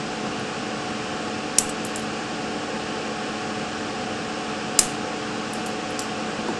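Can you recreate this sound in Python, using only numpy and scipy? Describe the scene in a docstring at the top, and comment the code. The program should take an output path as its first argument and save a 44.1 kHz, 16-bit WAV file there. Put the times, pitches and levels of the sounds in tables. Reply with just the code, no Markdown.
"""A fan hums throughout a small workshop; a mono microphone is close to a hand-held circuit board.
After a faint tick, wire cutters snip a lead with a crack, steel ring and echo; a wire offcut pings down.
Light ticks of jaws, leads and board follow; a second snip sounds, then more ticks.
Near the end the fingers turn the board with a swelling rub and soft knocks.
Noise bursts make cracks and scrapes, decaying sines ring steel and board, filtered noise and tones hum."""
import sys
import numpy as np
from scipy import signal
from scipy.fft import rfft, irfft, next_fast_len
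from scipy.io import wavfile
from scipy.ndimage import uniform_filter1d, minimum_filter1d, map_coordinates

SR = 44100
rng = np.random.default_rng(int(sys.argv[2]) if len(sys.argv) > 2 else 0)


def master_out(mix):
    """Clip the mix to full scale and print it as 16-bit PCM to the path in sys.argv[1]."""
    frames = np.transpose(np.atleast_2d(mix))
    ceiling = np.clip(frames, -1, 1)
    pcm = np.round(ceiling * 32767).astype(np.int16)
    wavfile.write(sys.argv[1], SR, pcm)


N = 290619  # length in samples

# Leads parting near the microphone. Each row: start in seconds, relative level in dB,
# treble tilt in dB per octave, ring time of the jaws in seconds, room level in dB, time between jerks in seconds.
SNIP_EVENTS = [(1.5841, -2, 2, 0.0077, -26, 0.0011), (4.7899, 1, -1, 0.02, -20, .00095)]
# A lead tears in a few jerks, each this much weaker than the one before.
JERK_COUNT, JERK_LOSS_DB = 4, 1.5
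# Recoil of the board: level relative to the snip, and a fade on top of the board's own damping.
RECOIL_DB, RECOIL_T60_S = -18.5, .02
# Fracture of the wire. Each row: frequency in Hz, relative level in dB per Hz.
CRACK_SPECTRUM = [(200, -16), (1200, -10.5), (2000, -18), (2900, -9.5), (3900, -11), (5300, -3),
                  (7600, 0.5), (9000, -6), (10200, -5), (11700, -11), (13000, -36)]
# Ringing peaks of the snip; their balance differs between the first and second snip. Each row:
# frequency in Hz, relative level in dB in the first snip, the same in the second, t60 as a share of the ring time.
RING_PEAKS = [(2860, -15, -18, 1.3), (3680, -30, -10.5, 1.3), (4000, -30, -12, 0.88),
              (4865, -5.5, -6.5, 1.2), (5640, -2, -5, .9), (6600, -3, -5, .8), (6900, 3, -5, 1.2),
              (7450, 5.5, 3, 0.63), (8250, 1.5, -2, 1.1), (9160, -12, -6, 0.81), (9500, -7, -12, .9),
              (9800, -1.5, -6, 1.7), (10350, -3, -9, 1.2), (11220, -17, -7, .9)]
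# Lingering resonances of the tool. Each row: frequency in Hz, level in dB relative to the room
# in the first snip, the same in the second, t60 in seconds.
TOOL_MODES = [(5070, -18, -7.5, 0.16), (5250, -13, -18, .16), (7190, -5, -13, 0.19), (7740, -5, -25, .28),
              (8480, -15, -19, 0.33), (9100, -24, -19, 0.28), (10950, -9, -18, 0.22)]
# Board held in the hand. Each row: frequency in Hz, relative level in dB, t60 in seconds.
BOARD_MODES = [(238, 3.5, 0.076), (347, 4.5, 0.05), (560, -17, .025), (904, 5, 0.032), (1360, -2, 0.011)]
# Brief rattle from near surfaces. Each row: delay after the snip in seconds, level in dB relative to it.
NEAR_SLAPS = [(.0075, -19), (.0125, -25), (.0185, -29), (.0215, -27)]

# A cut lead lands on the bench. The row: start in seconds, level in dB.
OFFCUT_LANDING = (1.6932, -27.5)
# Thin wire of the offcut. Each row: frequency in Hz, relative level in dB, t60 in seconds.
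WIRE_MODES = [(7770, -3, 0.1), (8236, -4, .06), (8947, -6, 0.065), (10600, -15, 0.07)]

# Light contacts of jaws, leads and board. Each row: start in seconds, relative level in dB, centre in Hz,
# spread in octaves, ring time in seconds.
TICK_EVENTS = [(0.396, -41, 9100, .15, 0.015), (1.8496, -25, 8700, 0.57, 0.017),
               (1.8665, -37, 9200, .6, .018), (1.9595, -22, 8900, 0.72, 0.013),
               (1.9703, -39, 9500, .6, .015), (1.9945, -34, 8200, 0.65, .015),
               (5.5347, -23.5, 8700, 0.37, 0.011), (5.6606, -34.5, 7200, 0.97, 0.091),
               (5.9055, -38, 9400, .25, .015), (5.9923, -18, 6400, 0.65, 0.017),
               (6.0035, -32, 6300, .45, .025), (6.0197, -32, 7000, 0.68, .016)]

# Soft knocks of the board in the fingers. Each row: start in seconds, relative level in dB.
KNOCK_EVENTS = [(6.392, -35), (6.4848, -21), (6.512, -32)]
# Dull scuff of the fingers in each knock. 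Each row: frequency in Hz, relative level in dB per Hz.
SKIN_SPECTRUM = [(60, -23), (200, -3), (600, -11), (900, -15), (1500, -11), (2200, -30), (7000, -34),
                 (10000, -36), (11500, -68)]
# Fingers slide on the board: the rub starts faintly and swells as the turn gathers speed.
TURN_START_S, TURN_START_DB, TURN_SWELL_DB_PER_S = 6, -57, 31

# Diffuse answer of bench and walls to a snip. Each row: frequency in Hz, relative level in dB per Hz.
ECHO_SPECTRUM = [(300, -11), (2000, -0.5), (2900, -5), (3800, -0.5), (5000, -5), (6200, 4), (7500, 3.5),
                 (9000, 3.5), (10200, 2.5), (11700, -6), (13000, -33)]
ROOM_T60_S = 0.32
CLUMPS_PER_S, CLUMP_DB = 330, 2.2  # unevenness of the echo
# A mild extra treble fade softens the top of the echo: its corner frequency and t60.
TREBLE_HZ, TREBLE_T60_S = 9300, 1

# Broad rush of the fan. Each row: frequency in Hz, relative level in dB per Hz.
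AIR_SPECTRUM = [(20, -29), (50, -18), (90, -9), (130, -3.5), (240, 0.5), (350, -2), (600, -8), (1500, -6.5),
                (2100, -11.5), (3800, -17.5), (5200, -16), (8000, -23.5), (9600, -34.5), (11000, -67)]
# Peaks and notches of fan housing and bench reflection. Each row: frequency in Hz, width in Hz, change in dB.
HOUSING_PEAKS = [(409, 17, -6), (501, 55, 6.5), (670, 37, -3.5), (743, 94, 6), (954, 46, -6.5),
                 (1120, 29, 4), (2060, 138, -4), (2800, 340, 4.5), (6100, 280, -2)]
ROTOR_HZ = 43.35  # mean shaft rate
# Tones of the five-bladed rotor. Each row: multiple of the shaft rate, level in dB rms before flutter.
ROTOR_TONES = [(1, -62.5), (4, -62), (5, -39), (10, -41), (17, -40.5), (20, -52.5), (25, -54), (30, -58)]
# Motor hum. Each row: frequency in Hz, level in dB rms before flutter.
MAINS_TONES = [(100, -59.5), (300, -41)]

TOP_HZ = 11950  # upper band edge at the microphone output


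def amp(db):
    """Decibels to gain."""
    return 10 ** (np.asarray(db) / 20)


def unit(x):
    """Scale to rms 1."""
    return x / np.sqrt(np.mean(x ** 2) + 1e-20)


def along(points, hz):
    """Read (Hz, value) points on a log frequency axis."""
    f, v = np.transpose(points)
    return np.interp(np.log(hz + 1), np.log(f + 1), v)


def wobble(rate):
    """A smooth random curve, rate knots a second."""
    knots = rng.standard_normal(int(N * rate / SR) + 4)
    return map_coordinates(knots, [np.arange(N) * rate / SR])


def filtered(x, response):
    """Multiply the spectrum of x by a response of frequency."""
    m = next_fast_len(len(x) + SR // 4)
    hz = np.fft.rfftfreq(m, 1 / SR)
    return irfft(rfft(x, m) * response(hz), m)[:len(x)]


def noise(size, colour):
    """Noise of rms 1 whose spectrum follows colour(Hz) in dB."""
    return unit(filtered(rng.standard_normal(size), lambda hz: amp(colour(hz))))


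def fade(t, t60):
    """Exponential decay, down 60 dB after t60 seconds."""
    return np.exp(-np.log(1000) * t / t60)


def add(track, s, sound):
    """Mix a sound into the track at time s."""
    part = track[round(s * SR):][:len(sound)]
    part += sound[:len(part)]


def snips(crack_db=-1, crack_t60=0.01, jaws_db=1.0, echo_tilt=0.66, puff_db=-36, puff_t60=0.41):
    """The wire tears in quick jerks; each cracks and renews the jaws' ring. Board recoils, room answers."""
    out, t = np.zeros(N), np.arange(SR // 2) / SR
    _, *jaw_levels, life = np.transpose(RING_PEAKS)
    _, *ring_levels, _ = np.transpose(TOOL_MODES)
    for event, jaw_db, ring_db in zip(SNIP_EVENTS, jaw_levels, ring_levels):
        s, db, tilt_db, ring_t60, room_db, jerk_s = event
        tilt = lambda hz: tilt_db * np.log2(hz + 1)
        jerk = np.minimum(t // jerk_s, JERK_COUNT - 1)
        age = t - jerk * jerk_s  # time since the latest jerk
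        crack = noise(len(t), lambda hz: along(CRACK_SPECTRUM, hz) + tilt(hz)) * fade(age, crack_t60)
        jaws = (steel(t, jaw_db) * fade(age, ring_t60 * life[:, None])).sum(axis=0)
        snap = amp(db - jerk * JERK_LOSS_DB) * (amp(crack_db) * crack + amp(jaws_db) * jaws)
        add(out, s, snap)
        for delay_s, slap_db in NEAR_SLAPS:
            add(out, s + delay_s, amp(slap_db) * snap)
        add(out, s, amp(db + RECOIL_DB) * board(t) * fade(t, RECOIL_T60_S))
        echo = noise(len(t), lambda hz: along(ECHO_SPECTRUM, hz) + echo_tilt * tilt(hz))
        add(out, s, amp(room_db) * (reflections(echo, t) + after_ring(t, ring_db)))
        # the jolt of the hands leaves a puff of deep rumble below the hum
        puff = noise(len(t), lambda hz: along([(12, -1), (35, -9), (120, -26), (400, -80)], hz))
        add(out, s, amp(puff_db) * puff * fade(t, puff_t60))
    return out


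def steel(t, db):
    """Undamped ringing peaks, one row each: levels a little different, phases fully random each time."""
    hz = np.array(RING_PEAKS)[:, 0]
    gain = amp(db + rng.normal(0, 1, len(hz)))
    gain = gain / np.linalg.norm(gain)
    cycles = hz[:, None] * t + rng.random((len(hz), 1))
    return gain[:, None] * np.sin(2 * np.pi * cycles)


def after_ring(t, levels_db, width_hz=45):
    """The tool's lasting resonances as narrow noise bands: blurred by the room, each one flutters."""
    out = np.zeros(len(t))
    for (hz, *_, t60), db in zip(TOOL_MODES, levels_db):
        band = noise(len(t), lambda f: -20 * np.log10(1 + ((f - hz) / width_hz) ** 2))
        out += amp(db) * band * fade(t, t60)
    return out


def board(t, attack_s=0.0014):
    """The board's low modes, damped by the fingers, with a soft onset."""
    ring = sum(amp(db) * np.sin(2 * np.pi * hz * t) * fade(t, t60) for hz, db, t60 in BOARD_MODES)
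    return ring * (1 - np.exp(-t / attack_s))


def offcut(click_db=-6, click_t60=0.058):
    """A loose piece of wire clicks and rings in its own modes as it lands."""
    out, t = np.zeros(N), np.arange(SR // 3) / SR
    s, level_db = OFFCUT_LANDING
    ping = sum(amp(db) * np.sin(2 * np.pi * hz * t) * fade(t, t60) for hz, db, t60 in WIRE_MODES)
    click = noise(len(t), lambda hz: along(CRACK_SPECTRUM, hz)) * fade(t, click_t60)
    add(out, s, amp(level_db) * (ping + amp(click_db) * click))
    return out


def ticks(scrape_db=0, wet_db=-9.0, linger_db=-13):
    """A light touch is a short scrape that favours part of the steel's range and leaves a faint ring."""
    out, t = np.zeros(N), np.arange(SR // 3) / SR
    jaw_hz, *jaw_levels, life = np.transpose(RING_PEAKS)
    ring_hz, *ring_levels, _ = np.transpose(TOOL_MODES)
    for s, db, centre_hz, octaves, t60 in TICK_EVENTS:
        colour = lambda hz: -6 * (np.log2((hz + 1) / centre_hz) / octaves) ** 2
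        scrape = amp(scrape_db) * noise(len(t), colour) * fade(t, t60)
        modes = steel(t, np.mean(jaw_levels, axis=0) + colour(jaw_hz))
        jaws = (modes * fade(t, t60 * life[:, None])).sum(axis=0)
        tick = amp(db) * (scrape + jaws)
        linger = amp(db + linger_db) * after_ring(t, np.mean(ring_levels, axis=0) + colour(ring_hz))
        add(out, s, tick + linger + amp(wet_db) * room(tick))
    return out


def handling(rub_db=-1, rub_t60=0.033, wet_db=-8):
    """Friction noise excites the board as the fingers turn it; bumps ring it with a skin scuff."""
    t = np.arange(SR // 3) / SR
    board_response = board(t) * fade(t, rub_t60)
    friction = unit(signal.fftconvolve(rng.standard_normal(N), board_response, "same"))
    turning = np.arange(N) / SR - TURN_START_S
    out = friction * amp(TURN_START_DB + TURN_SWELL_DB_PER_S * turning) * (turning > 0)
    for s, db in KNOCK_EVENTS:
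        scuff = amp(rub_db) * noise(len(t), lambda hz: along(SKIN_SPECTRUM, hz)) * fade(t, rub_t60)
        knock = amp(db) * (board(t) + scuff)
        add(out, s, knock + amp(wet_db) * room(knock))
    return out


def reflections(x, t, rise_s=0.00089):
    """Shape noise into the room's answer: it dies away in uneven clumps, its top mildly softened."""
    treble = filtered(x, lambda hz: 1 - 1 / (1 + (hz / TREBLE_HZ) ** 20))
    treble_loss = treble * (1 - fade(t, TREBLE_T60_S))
    clumps = unit(amp(CLUMP_DB * wobble(CLUMPS_PER_S)[:len(t)]))
    return (x - treble_loss) * clumps * fade(t, ROOM_T60_S) * (1 - np.exp(-t / rise_s))


def room(x):
    """Convolve a close sound with a fresh diffuse tail from bench and walls."""
    t = np.arange(SR // 2) / SR
    tail = reflections(rng.standard_normal(len(t)), t)
    return signal.fftconvolve(x, tail / np.linalg.norm(tail))[:len(x)]


def fan(air_db=-30, drift=0.00092, flutter_db=0.5):
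    """Air rushes through the housing under slightly unsteady blade tones and mains hum."""
    t = np.arange(N) / SR

    def colour(f):
        """Air spectrum in dB with the housing's peaks and notches."""
        peaks = sum(db * np.exp(-.5 * ((f - hz) / width) ** 2) for hz, width, db in HOUSING_PEAKS)
        return along(AIR_SPECTRUM, f) + peaks

    def tone(cycles, db):
        """A sine of random phase whose level flutters."""
        return amp(db + flutter_db * wobble(6.6)) * unit(np.sin(2 * np.pi * (cycles + rng.random())))

    air = amp(air_db) * noise(N, colour)
    turns = np.cumsum(ROTOR_HZ * (1 + drift * wobble(4.95))) / SR  # shaft speed drifts slightly
    blades = sum(tone(order * turns, db) for order, db in ROTOR_TONES)
    hum = sum(tone(hz * t, db) for hz, db in MAINS_TONES)
    return air + blades + hum


def scene():
    """One microphone feeds both channels."""
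    mono = snips() + offcut() + ticks() + handling() + fan()
    return np.tile(mono, (2, 1))


def record(dry):
    """A fast limiter holds peaks about full scale; then a steep low-pass ends the band."""
    needed = 1 / np.maximum(np.abs(dry), 1)
    gain = uniform_filter1d(minimum_filter1d(needed, size=15), size=15)  # windows in samples
    low_pass = signal.ellip(12, .1, 70, TOP_HZ, fs=SR, output="sos")
    return signal.sosfilt(low_pass, dry * gain)


dry = scene()
out = record(dry)
master_out(out)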